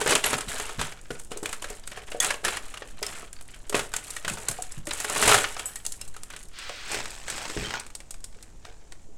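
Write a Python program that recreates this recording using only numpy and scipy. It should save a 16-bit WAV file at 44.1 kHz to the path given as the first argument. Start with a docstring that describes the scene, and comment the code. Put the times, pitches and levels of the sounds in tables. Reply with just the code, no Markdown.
"""Costume jewellery is shaken from a plastic bag into a plastic box, close by in a small room.
Beads and metal trinkets clack, chatter and slide over the heap: short modes plus contact noise.
The box knocks and the table thumps under them; a pendant rings on after the last big pour.
Then the empty bag is crumpled, its film buckling in tiny steps and its creases snapping."""
import sys
import numpy as np
from scipy import signal
from scipy.fft import rfft, irfft, next_fast_len
from scipy.io import wavfile
from scipy.ndimage import uniform_filter1d

SR = 44100
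rng = np.random.default_rng(int(sys.argv[2]) if len(sys.argv) > 2 else 0)


def dump_mix(stems):
    """Bounce the given channels to the path in sys.argv[1] as a 16-bit WAV at rate SR."""
    frames = np.atleast_2d(stems).T  # one column per channel
    limited = np.clip(frames, -1, 1)  # hard clip at full scale
    pcm = np.round(limited * 32767).astype(np.int16)
    wavfile.write(sys.argv[1], SR, pcm)


N = 404573
TIME_S = np.arange(N) / SR
AGE_S = np.arange(int(0.16 * SR)) / SR  # time since a blow
BRIEF_S = AGE_S[:len(AGE_S) // 2]
TOP_HZ = 15900
FITTING_HZ, FITTING_SPREAD_HZ = 8090, 770  # metal fittings, all of similar size
STIR_END_S = 6.45  # the heap starts coming to rest

# Box modes. Each row: frequency in Hz, relative level in dB, t60 in seconds.
BOX_MODES = [(270, -5, 0.032), (329.6, -6.5, 0.061), (410.3, -2, 0.11), (467.3, -3, 0.09), (470, -5, 0.062),
             (594.5, 1, 0.068), (700, 4, 0.019), (726, -0.5, 0.071), (885, 10, 0.017), (917, -0.5, 0.029),
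             (926, 0.5, 0.023), (1088, -0.5, 0.053), (1155, -0.5, 0.021), (1320, -4, 0.024)]
# Tabletop modes. Each row: frequency in Hz, relative level in dB, t60 in seconds.
TABLE_MODES = [(38, -1, 0.22), (62, -10, 0.036), (99, -3, 0.12), (133.3, -2, 0.089), (149, 3, 0.098),
               (159.6, 0.5, 0.099), (193, -4, 0.11), (240, -4, 0.12), (259, -6, 0.022), (317, -9.5, 0.1)]


def amp(db):
    """Decibels to gain."""
    return 10 ** (np.asarray(db) / 20)


def power_sum_db(gains):
    """Level of several movements at once."""
    return 10 * np.log10(sum(g ** 2 for g in gains) + 1e-12)


def unit(x, attack_s=0.012):
    """Scale a blow to rms 1 over its attack."""
    return x / np.sqrt(np.mean(x[:int(attack_s * SR)] ** 2) + 1e-18)


def add(track, start_s, x):
    """Mix x into the track."""
    i = int(np.clip(start_s * SR, 0, N - 1))
    track[i:i + len(x)] += x[:N - i]


def colour(spectrum, hz):
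    """Gain of a spectrum at hz. Each row: frequency in Hz, level in dB."""
    points_hz, db = np.transpose(spectrum)
    return amp(np.interp(np.log(hz + 1), np.log(points_hz), db))


def noise(spectrum, samples):
    """Coloured noise of rms 1."""
    n = next_fast_len(samples)
    hz = np.arange(n // 2 + 1) * SR / n
    x = irfft(rfft(rng.standard_normal(n)) * colour(spectrum, hz), n)[:samples]
    return x / x.std()


def fade(age_s, t60_s):
    """Free decay; gain 1 before age 0."""
    return np.exp(-np.log(1000) * np.maximum(age_s, 0) / np.maximum(t60_s, 1e-3))


def push(start_s, length_s, attack_s, sag_db, release_t60_s):
    """Gain of one movement: swells up to its start, sags, dies away."""
    age_s = TIME_S - start_s
    rise = np.clip(1 + age_s / attack_s, 0, 1)
    spent = np.clip(age_s / length_s, 0, 1)
    return rise * amp(-sag_db * spent) * fade(age_s - length_s, release_t60_s)


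def ring(modes, age_s, spread_db, detune=0):
    """Struck modes: the contact point weights each anew, a shifting load detunes it."""
    hz, db, t60_s = np.transpose(modes)[:, :, None]
    gain = amp(db + spread_db * rng.standard_normal(hz.shape)) * rng.choice([-1, 1], hz.shape)
    hz = hz * (1 + detune * rng.standard_normal(hz.shape))
    return unit((gain * np.sin(2 * np.pi * hz * age_s) * fade(age_s, t60_s)).sum(0))


def crack(spectrum, t60_s, scatter_db=-18, scatter_t60_s=0.15):
    """Noise burst of a contact or snap, with a weaker tail of scatter."""
    envelope = fade(BRIEF_S, t60_s) + amp(scatter_db) * fade(BRIEF_S, scatter_t60_s)
    return unit(noise(spectrum, len(BRIEF_S)) * envelope)


def shower(sounds, db, per_s, spread_db):
    """Random contacts: per_s a second at -40 dB, denser as the motion grows."""
    rate_per_s = per_s * amp(0.35 * (db + 40))
    hits = np.flatnonzero(rng.random(N) < rate_per_s / SR)
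    sizes = amp(spread_db * np.minimum(rng.exponential(size=len(hits)), 3))
    sizes /= np.sqrt(uniform_filter1d(sizes ** 2, size=15))
    gains = sizes * amp(db[hits]) * np.sqrt(SR / rate_per_s[hits])  # rms follows db
    sounds = [x / np.linalg.norm(x) for x in sounds]
    out = np.zeros(N)
    for i, gain, pick in zip(hits, gains, rng.integers(len(sounds), size=len(hits))):
        add(out, i / SR, gain * sounds[pick])
    return out


def trinket(spectrum, hz, t60_s, others_db, crack_db, crack_t60_s, count=6):
    """Small piece: a leading mode, weaker ones around it, and the contact crack."""
    others_hz = np.minimum(hz * 2 ** rng.uniform(-0.7, 0.75, count), TOP_HZ)
    levels_db = others_db + 20 * np.log10(colour(spectrum, others_hz))
    others = np.c_[others_hz, levels_db, t60_s * rng.uniform(0.5, 1.4, count)]
    tone = ring(np.vstack([(hz, 0, t60_s), others]), BRIEF_S, spread_db=-1)
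    return unit(tone + amp(crack_db) * crack(spectrum, crack_t60_s))


def bead(hz):
    """Glass, wood or resin: a dry clack."""
    # Contact spectrum. Each row: frequency in Hz, level in dB.
    spectrum = [(200, -35), (700, -18.5), (1300, -1), (2000, -3.5), (3000, -4), (4500, -10.5), (6500, -13),
                (12000, -41)]
    return trinket(spectrum, hz, t60_s=0.019, others_db=-8.5, crack_db=1.5, crack_t60_s=0.042)


def metal(hz):
    """Link, ring or clasp damped by the heap: a bright tick."""
    # Contact spectrum. Each row: frequency in Hz, level in dB.
    spectrum = [(1500, -36), (4000, -10.5), (5800, -9.5), (7700, 1), (9500, -3.5), (11500, -11),
                (13500, -22.5), (16000, -30)]
    return trinket(spectrum, hz, t60_s=0.024, others_db=-2, crack_db=7, crack_t60_s=0.014)


def flow_db(stir_db=-61):
    """Motion of beads and of chains: short spills and the big pour over a slight stir."""
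    # One slide per shake. Each row: start and length in seconds, bead and chain levels in dB.
    spills = [(0.0, 0.071, -34, -33), (0.089, 0.072, -24, -26.5), (.245, 0.095, -28, -29),
              (0.379, 0.051, -38, -39.5), (0.488, 0.15, -34, -35), (0.647, 0.11, -42, -44),
              (0.797, 0.07, -33, -38), (1.132, 0.084, -52, -48.5), (1.317, 0.062, -46, -46),
              (1.443, .11, -43, -43.5), (1.627, 0.13, -44, -45), (1.919, 0.092, -44, -44),
              (2.082, 0.093, -45, -47), (2.219, 0.075, -28, -27.5), (2.447, 0.1, -30, -34),
              (2.631, 0.28, -49, -50), (2.981, 0.042, -49, -50), (3.038, .18, -40.5, -42),
              (3.499, 0.19, -55, -56.5), (3.755, 0.047, -29, -30.5), (3.93, 0.064, -41, -43.5),
              (4.039, 0.21, -46.5, -44), (4.283, .05, -37.5, -34.5), (4.383, 0.089, -43, -43.5),
              (4.486, 0.038, -39, -36.5), (4.571, 0.21, -50, -48), (5.85, 0.22, -57.5, -50.5),
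              (6.309, 0.059, -49.5, -62)]
    # The bag is upended. Each row: time in seconds, flow in dB.
    pour_curve = [(4.85, -60.5), (4.89, -41.5), (5.08, -38), (5.22, -24.5), (5.33, -21), (5.54, -46.5),
                  (5.59, -42.5), (5.8, -57.5)]
    pour = amp(np.interp(TIME_S, *np.transpose(pour_curve), left=-np.inf, right=-np.inf))
    stir = amp(stir_db) * fade(TIME_S - STIR_END_S, t60_s=0.66)
    beads, chains = [pour, stir], [pour, stir]
    for start_s, length_s, bead_db, chain_db in spills:
        slide = push(start_s, length_s, attack_s=0.018, sag_db=5, release_t60_s=0.22)
        beads.append(slide * amp(bead_db))
        chains.append(slide * amp(chain_db))
    return power_sum_db(beads), power_sum_db(chains)


def sliding_heap(count=60):
    """Beads and chains run over each other and drum lightly on box and table."""
    rattle_db, jingle_db = flow_db()
    clacks = [bead(hz) for hz in np.geomspace(1250, 4200, count)]
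    out = shower(clacks, rattle_db - 2, per_s=400, spread_db=1.5)
    ticks = [metal(hz) for hz in rng.normal(8200, 1200, count)]
    out += shower(ticks, jingle_db - 2, per_s=340, spread_db=3)
    box_taps = [ring(BOX_MODES, AGE_S, spread_db=5.5, detune=0.052) for _ in range(count)]
    out += shower(box_taps, rattle_db - 7.5, per_s=350, spread_db=4)
    table_taps = [ring(TABLE_MODES, AGE_S, spread_db=-1.5) for _ in range(count)]
    return out + shower(table_taps, rattle_db - 19, per_s=270, spread_db=6.5)


def strays(db=-57, count=30):
    """Single loose beads and links slip and tick."""
    pieces = [bead(hz) for hz in np.geomspace(1300, 5000, count)]
    pieces += [metal(hz) for hz in rng.normal(FITTING_HZ, FITTING_SPREAD_HZ, count)]
    settling = fade(TIME_S - STIR_END_S, t60_s=0.5)
    return shower(pieces, np.full(N, db), per_s=45, spread_db=1.5) * settling


def background(room_db=-49, rumble_db=-40):
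    """Faint room noise over a very deep rumble."""
    # Spectra. Each row: frequency in Hz, level in dB.
    room_spectrum = [(20, 0.5), (35, -2.5), (120, -16.5), (400, -23), (800, -28), (1400, -37.5),
                     (4700, -42.5), (7100, -33.5), (15000, -60)]
    rumble_spectrum = [(2, 9), (6, 7), (12, -10), (25, -3), (50, -43), (100, -20), (400, -86),
                       (2000, -120)]
    rumble = amp(rumble_db) * noise(rumble_spectrum, N)
    return amp(room_db) * noise(room_spectrum, N) + rumble


def bumps(width_oct=0.34):
    """Padded blows reach only a few low modes of the box, and the table under it."""
    # Bumps on the box wall. Each row: start in seconds, level in dB, centre pitch in Hz.
    knocks = [(.012, -29, 413), (0.061, -25, 394), (.33, -41, 610), (1.105, -31.5, 510),
              (1.316, -37.5, 539.6), (1.362, -38, 483.4), (1.428, -34.5, 418.8), (1.703, -40.5, 470),
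              (1.975, -42.5, 570), (2.146, -31, 570), (2.433, -44, 480.2), (2.82, -42.5, 468),
              (3.018, -35.5, 476), (3.698, -42, 417.5), (3.745, -22, 334.7), (4.587, -34.5, 749.5),
              (4.875, -34, 413.5), (5.35, -32, 606.6), (6.696, -37.5, 744), (7.566, -31.5, 390),
              (7.625, -39, 400), (8.36, -55, 485), (8.68, -48.5, 555), (9.089, -52.5, 335)]
    # Weight settling on the table. Each row: start in seconds, relative level in dB.
    thumps = [(.078, -36), (0.344, -34), (.47, -39), (0.782, -31), (.83, -41), (1.103, -39), (2.929, -48.5),
              (3.745, -36), (4.261, -41), (4.304, -36), (4.491, -37), (4.774, -34.5), (5.249, -33),
              (5.355, -35), (7.569, -30.5), (7.607, -35), (7.669, -38), (8.534, -57)]
    out = np.zeros(N)
    for start_s, db, centre_hz in knocks:
        reached = [(hz, -4 * (np.log2(hz / centre_hz) / width_oct) ** 2, t60_s)
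                   for hz, _, t60_s in BOX_MODES]
        add(out, start_s, amp(db) * ring(reached, AGE_S, spread_db=-4.5))
    soft_onset = 1 - fade(AGE_S, t60_s=0.038)
    for start_s, db in thumps:
        add(out, start_s, amp(db - 1) * unit(ring(TABLE_MODES, AGE_S, spread_db=3) * soft_onset))
    return out


def chatter(strike, within_s, bounces):
    """A loose piece touches again in quick succession, each time on another spot."""
    out = strike()
    lags_s = rng.uniform(0.1, 1, bounces) * within_s
    for lag_s, gain in zip(lags_s, rng.uniform(0.35, 1, bounces)):
        i = max(int(lag_s * SR), 1)
        out[i:] += gain * strike()[:-i]
    return unit(out)


def landings():
    """Each landing sounds box wall, bead and metal fittings; heavy pieces tumble longer."""
    # Each row: start in seconds, relative levels of fittings, wall and bead in dB, bead pitch in Hz.
    clacks = [(0.0134, -19, -25.5, -25.5, 1570), (0.0618, -21, -26.5, -22.5, 1560),
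              (0.0749, -13.5, -25, -21.5, 1800), (0.0944, -20, -30.5, -24, 2870),
              (0.1081, -11, -22.5, -22, 2580), (0.1209, -15, -17.5, -17, 1490),
              (0.1526, -6.5, -23, -16.5, 2960), (0.2407, -13, -30.5, -18.5, 2830),
              (0.2618, -18, -28, -25, 1410), (0.3315, -18.5, -22, -20.5, 1280),
              (0.383, -20, -35.5, -30.5, 1320), (0.4082, -20, -42.5, -31.5, 1350),
              (0.5986, -20, -32, -30, 1820), (0.6554, -29, -43.5, -39, 2830),
              (0.6935, -34, -36.5, -33.5, 1780), (0.7929, -28, -31.5, -27.5, 1200),
              (0.813, -18.5, -31, -24, 1190), (0.9213, -34, -44, -37, 1790), (1.1054, -32, -32, -31, 1457),
              (1.1964, -27, -50, -45, 2450), (1.3172, -28, -35, -35, 2810), (1.3728, -23, -42, -57, 1540),
              (1.4299, -25, -35, -40, 1514), (1.4574, -20.5, -37, -26, 2360),
              (1.4918, -25, -40.5, -39, 1895), (1.5284, -20, -38, -29.5, 1638),
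              (1.6226, -24.5, -38.5, -35.5, 3010), (1.6427, -28, -36.5, -31, 1670),
              (1.701, -26, -39, -42, 2680), (1.8747, -22.5, -48.5, -38, 1548),
              (1.9178, -35.5, -42, -37, 1985), (1.9734, -40, -39, -35.5, 1799),
              (2.1174, -29, -34.5, -32.5, 2760), (2.2022, -7.5, -36, -35, 3438),
              (2.2458, -12, -32.5, -25, 1760), (2.3052, -18.5, -29, -19.5, 1411),
              (2.3405, -28, -34, -32.5, 2906), (2.4491, -13, -29, -21, 1754),
              (2.4809, -20, -30.5, -23.5, 1300), (2.5702, -20.5, -40, -26.5, 1890),
              (2.7401, -32, -46, -34.5, 1283), (2.7726, -34, -46, -34.5, 2830),
              (2.8213, -46, -36, -35, 1850), (3.028, -19.5, -36, -25.5, 5080),
              (3.0651, -20.5, -42.5, -38, 5220), (3.2268, -50, -39, -42, 1299),
              (3.3293, -27, -58, -48.5, 4850), (3.4101, -33.5, -49, -46, 1367),
              (3.696, -18.5, -45, -39, 3444), (3.7259, -29, -29, -31, 1300),
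              (3.7448, -30, -25.5, -20, 2510), (3.7517, -16, -22.5, -26, 1847),
              (3.7924, -22, -34.5, -26.5, 1393), (3.9379, -18, -34.5, -26.5, 1499),
              (3.9638, -13, -40, -35, 2470), (4.1048, -20, -50, -47, 5220),
              (4.1652, -22, -47.5, -29.5, 1870), (4.248, -26, -34.5, -27.5, 1913),
              (4.2795, -19, -32.5, -23.5, 1495), (4.2971, -22, -42.5, -31, 2555),
              (4.337, -23, -38, -48, 2557), (4.3727, -40, -37, -37, 1520),
              (4.4846, -9.5, -35.5, -30.5, 1602), (4.5124, -18, -40.5, -40, 4466),
              (4.6226, -17, -48, -44, 1318), (4.7202, -25, -55, -46, 5156), (4.8701, -22, -36, -35, 1930),
              (4.9088, -25, -35, -25, 3900), (4.9345, -17.5, -37.5, -39, 1851),
              (5.001, -16.5, -37.5, -33, 1835), (5.0454, -19, -28, -27, 1544),
              (5.0978, -15.5, -28, -33, 1312), (5.1605, -20, -24, -25, 1643),
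              (5.2256, -12, -21.5, -16, 1302), (5.2769, -5, -16.5, -16.5, 2060),
              (5.291, -11, -19, -13.5, 1191), (5.3155, -16, -17, -10.5, 1323),
              (5.3423, -9, -15.5, -11.5, 1340), (5.3824, -24, -29, -20.5, 3310),
              (5.4416, -31, -35.5, -20.5, 1310), (5.566, -44, -34.5, -31.5, 1300),
              (5.5943, -23.5, -36.5, -29, 2643), (5.757, -21.5, -52.5, -39.5, 1900),
              (5.851, -22, -51, -40, 2780), (5.8644, -13.5, -46.5, -43, 2750),
              (5.9211, -20, -63, -53, 5110), (6.0128, -22, -50.5, -39.5, 5200),
              (6.0778, -32.5, -54.5, -57, 1603), (6.1648, -30.5, -47, -40, 1200),
              (6.2336, -25, -55.5, -46, 1295), (6.3023, -32.5, -47.5, -40, 1820),
              (6.336, -39.5, -48, -39, 1510), (6.3633, -28.5, -52.5, -38, 2220)]
    out = np.zeros(N)
    fittings_hz = rng.normal(FITTING_HZ, FITTING_SPREAD_HZ, len(clacks))
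    for (start_s, metal_db, wall_db, bead_db, bead_hz), metal_hz in zip(clacks, fittings_hz):
        tumble_s = 0.008 * amp(0.32 * (wall_db + 21))
        wall = chatter(lambda: ring(BOX_MODES, BRIEF_S, spread_db=4, detune=0.027), tumble_s, bounces=2)
        clack = chatter(lambda: bead(bead_hz), tumble_s, bounces=3)
        tick = chatter(lambda: metal(metal_hz), within_s=0.003, bounces=2)
        add(out, start_s, amp(wall_db - 5) * wall + amp(bead_db - 4) * clack + amp(metal_db - 14) * tick)
    return out


def pings():
    """Single pieces ring briefly and the film squeaks: one decaying sine each."""
    # Each row: start in seconds, pitch in Hz, level in dB, t60 in seconds.
    notes = [(0.2626, 11250, -27.5, 0.051), (2.2015, 6486, -24.5, 0.034), (2.2025, 3426, -25.5, 0.058),
             (2.209, 1890, -32.5, 0.096), (3.066, 5250, -36, .04), (5.758, 1900, -50, 0.13),
             (6.014, 5250, -40, 0.046), (6.014, 2760, -46, 0.067), (6.014, 3950, -49, 0.073),
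             (7.647, 3130, -36, 0.17), (7.744, 1453, -32, 0.074)]
    out = np.zeros(N)
    for start_s, hz, db, t60_s in notes:
        add(out, start_s, amp(db) * ring([(hz, 0, t60_s)], AGE_S, spread_db=0))
    return out


def pendant():
    """A free-hanging pendant is struck and rings on."""
    # Each row: start in seconds, level in dB.
    strikes = [(5.657, -28.5), (5.758, -39.5), (7.107, -51), (7.281, -46), (7.38, -55)]
    # Each row: frequency in Hz, relative level in dB, t60 in seconds.
    modes = [(5300, -23, 0.22), (6982, -2, 0.076), (7900, -1, 0.19), (8030, 7, 0.094), (8200, -8, 0.18),
             (9400, -12, 0.27), (10456, -9, 0.096), (10800, -11, 0.52), (12210, -11.5, 0.17),
             (13610, -18, 0.33), (14610, -15, 0.067)]
    out = np.zeros(N)
    for start_s, db in strikes:
        add(out, start_s, amp(db) * ring(modes, TIME_S[:SR // 2], spread_db=2))
    return out


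def squeezing_db(creep_db=-67.5, creep_end_s=9.05):
    """Levels of rustle and fine crackle: the hand squeezes, the film creeps on."""
    # Each row: start and length in seconds, rustle and crackle levels in dB.
    squeezes = [(6.62, .22, -50, -52), (6.87, 0.051, -43, -43.5), (6.922, 0.072, -31, -36),
                (7.04, 0.23, -45, -45.5), (7.296, 0.28, -38.5, -40), (7.604, .1, -35, -42.5),
                (7.75, 0.029, -35, -55), (8.34, 0.13, -59, -61.5), (8.665, 0.029, -51.5, -60.5)]
    creep = amp(creep_db) * (TIME_S > squeezes[0][0]) * (TIME_S < creep_end_s)
    rustle, crackle = [creep], [creep]
    for start_s, length_s, rustle_db, crackle_db in squeezes:
        squeeze = push(start_s, length_s, attack_s=0.04, sag_db=3.5, release_t60_s=0.27)
        rustle.append(squeeze * amp(rustle_db))
        crackle.append(squeeze * amp(crackle_db))
    return power_sum_db(rustle), power_sum_db(crackle)


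def folds(x, echo_gain=0.33):
    """Sound bounces inside the collapsing folds, so their hollow colour keeps shifting."""
    turns_s = np.linspace(0, TIME_S[-1], 90)
    lag_s = 0.000617 * np.interp(TIME_S, turns_s, rng.uniform(0.36, 2.3, len(turns_s)))
    echo = np.interp(TIME_S - lag_s, TIME_S, x)
    return (x + echo_gain * echo) / np.hypot(1, echo_gain)


def bag(glide_db=-41, count=40):
    """The film glides over the table and buckles in tiny steps; some creases snap."""
    # Spectra of buckling sheet, fine creases, gliding film and a snap's sharp edge.
    # Each row: frequency in Hz, level in dB.
    sheet = [(100, -27), (400, -5), (800, -5), (1400, -3), (2700, -6), (4200, -10), (6500, -12),
             (12000, -59)]
    crease = [(1500, -31), (4000, 0.5), (6000, -1), (7900, 9.5), (9500, -4), (11500, -7), (16000, -44.5)]
    film = [(300, -24.5), (800, -17), (1400, -4.5), (2600, -4.5), (4500, -7), (8300, -20.5), (12000, -34)]
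    edge = [(1500, -30), (4000, -1.5), (6000, -3.5), (8300, 7), (11000, -7.5), (16000, -25)]
    # Each row: start in seconds, relative levels of edge and sheet in dB.
    snaps = [(6.5878, -25, -44), (6.6945, -31, -34), (6.917, -17, -31), (6.9443, -21, -26),
             (7.004, -44, -31.5), (7.0562, -25, -32.5), (7.105, -24, -48), (7.2812, -26, -30.5),
             (7.3006, -14.5, -32), (7.3806, -39, -32), (7.4532, -36, -31), (7.4993, -25, -31.5),
             (7.5729, -37, -30), (7.707, -31, -30), (7.7388, -28, -26.5), (7.7976, -19, -50),
             (7.865, -29, -44), (7.9027, -37, -47), (7.9513, -18.5, -43.5), (8.0034, -30, -42),
             (8.1077, -20, -46), (8.1418, -33, -45), (8.2048, -39, -61), (8.2419, -20, -45.5),
             (8.4264, -28.5, -68), (8.6515, -36, -39.5), (8.9223, -30.5, -42)]
    rustle_db, crackle_db = squeezing_db()
    buckles = [crack(sheet, t60_s=0.013) for _ in range(count)]
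    out = folds(shower(buckles, rustle_db, per_s=1300, spread_db=9))
    crackles = [crack(crease, t60_s=0.013) for _ in range(count)]
    out += shower(crackles, crackle_db - 2, per_s=600, spread_db=4)
    glide = push(start_s=6.6, length_s=0.29, attack_s=0.083, sag_db=2, release_t60_s=0.74)
    out += amp(glide_db) * glide * noise(film, N)
    for start_s, edge_db, sheet_db in snaps:
        add(out, start_s, amp(sheet_db - 4) * crack(sheet, t60_s=0.024))
        add(out, start_s, amp(edge_db - 17) * crack(edge, t60_s=0.027))
    return out


def room(x, t60_s=0.32, tail_db=-12, gap_s=0.006):
    """Direct sound plus the short tail of a small room."""
    age_s = TIME_S[:SR // 2]
    spectrum = [(100, 0.5), (600, 2), (2500, -5), (7500, -7.5), (15000, -3)]
    tail = noise(spectrum, len(age_s)) * fade(age_s, t60_s) * (age_s > gap_s)
    return x + signal.fftconvolve(x, amp(tail_db) * tail / np.linalg.norm(tail))[:N]


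def scene():
    """Jewellery, box and bag in the room; mono."""
    direct = landings() + sliding_heap() + strays() + bumps() + pendant() + pings() + bag()
    return (room(direct) + background())[None]


def record(dry):
    """Round the loudest peaks and cut the top."""
    ceiling = 0.52
    rounded = dry / (1 + (dry / ceiling) ** 4) ** 0.25
    return signal.sosfilt(signal.ellip(8, 0.2, 70, TOP_HZ, fs=SR, output="sos"), rounded)


dry = scene()
out = record(dry)
dump_mix(out)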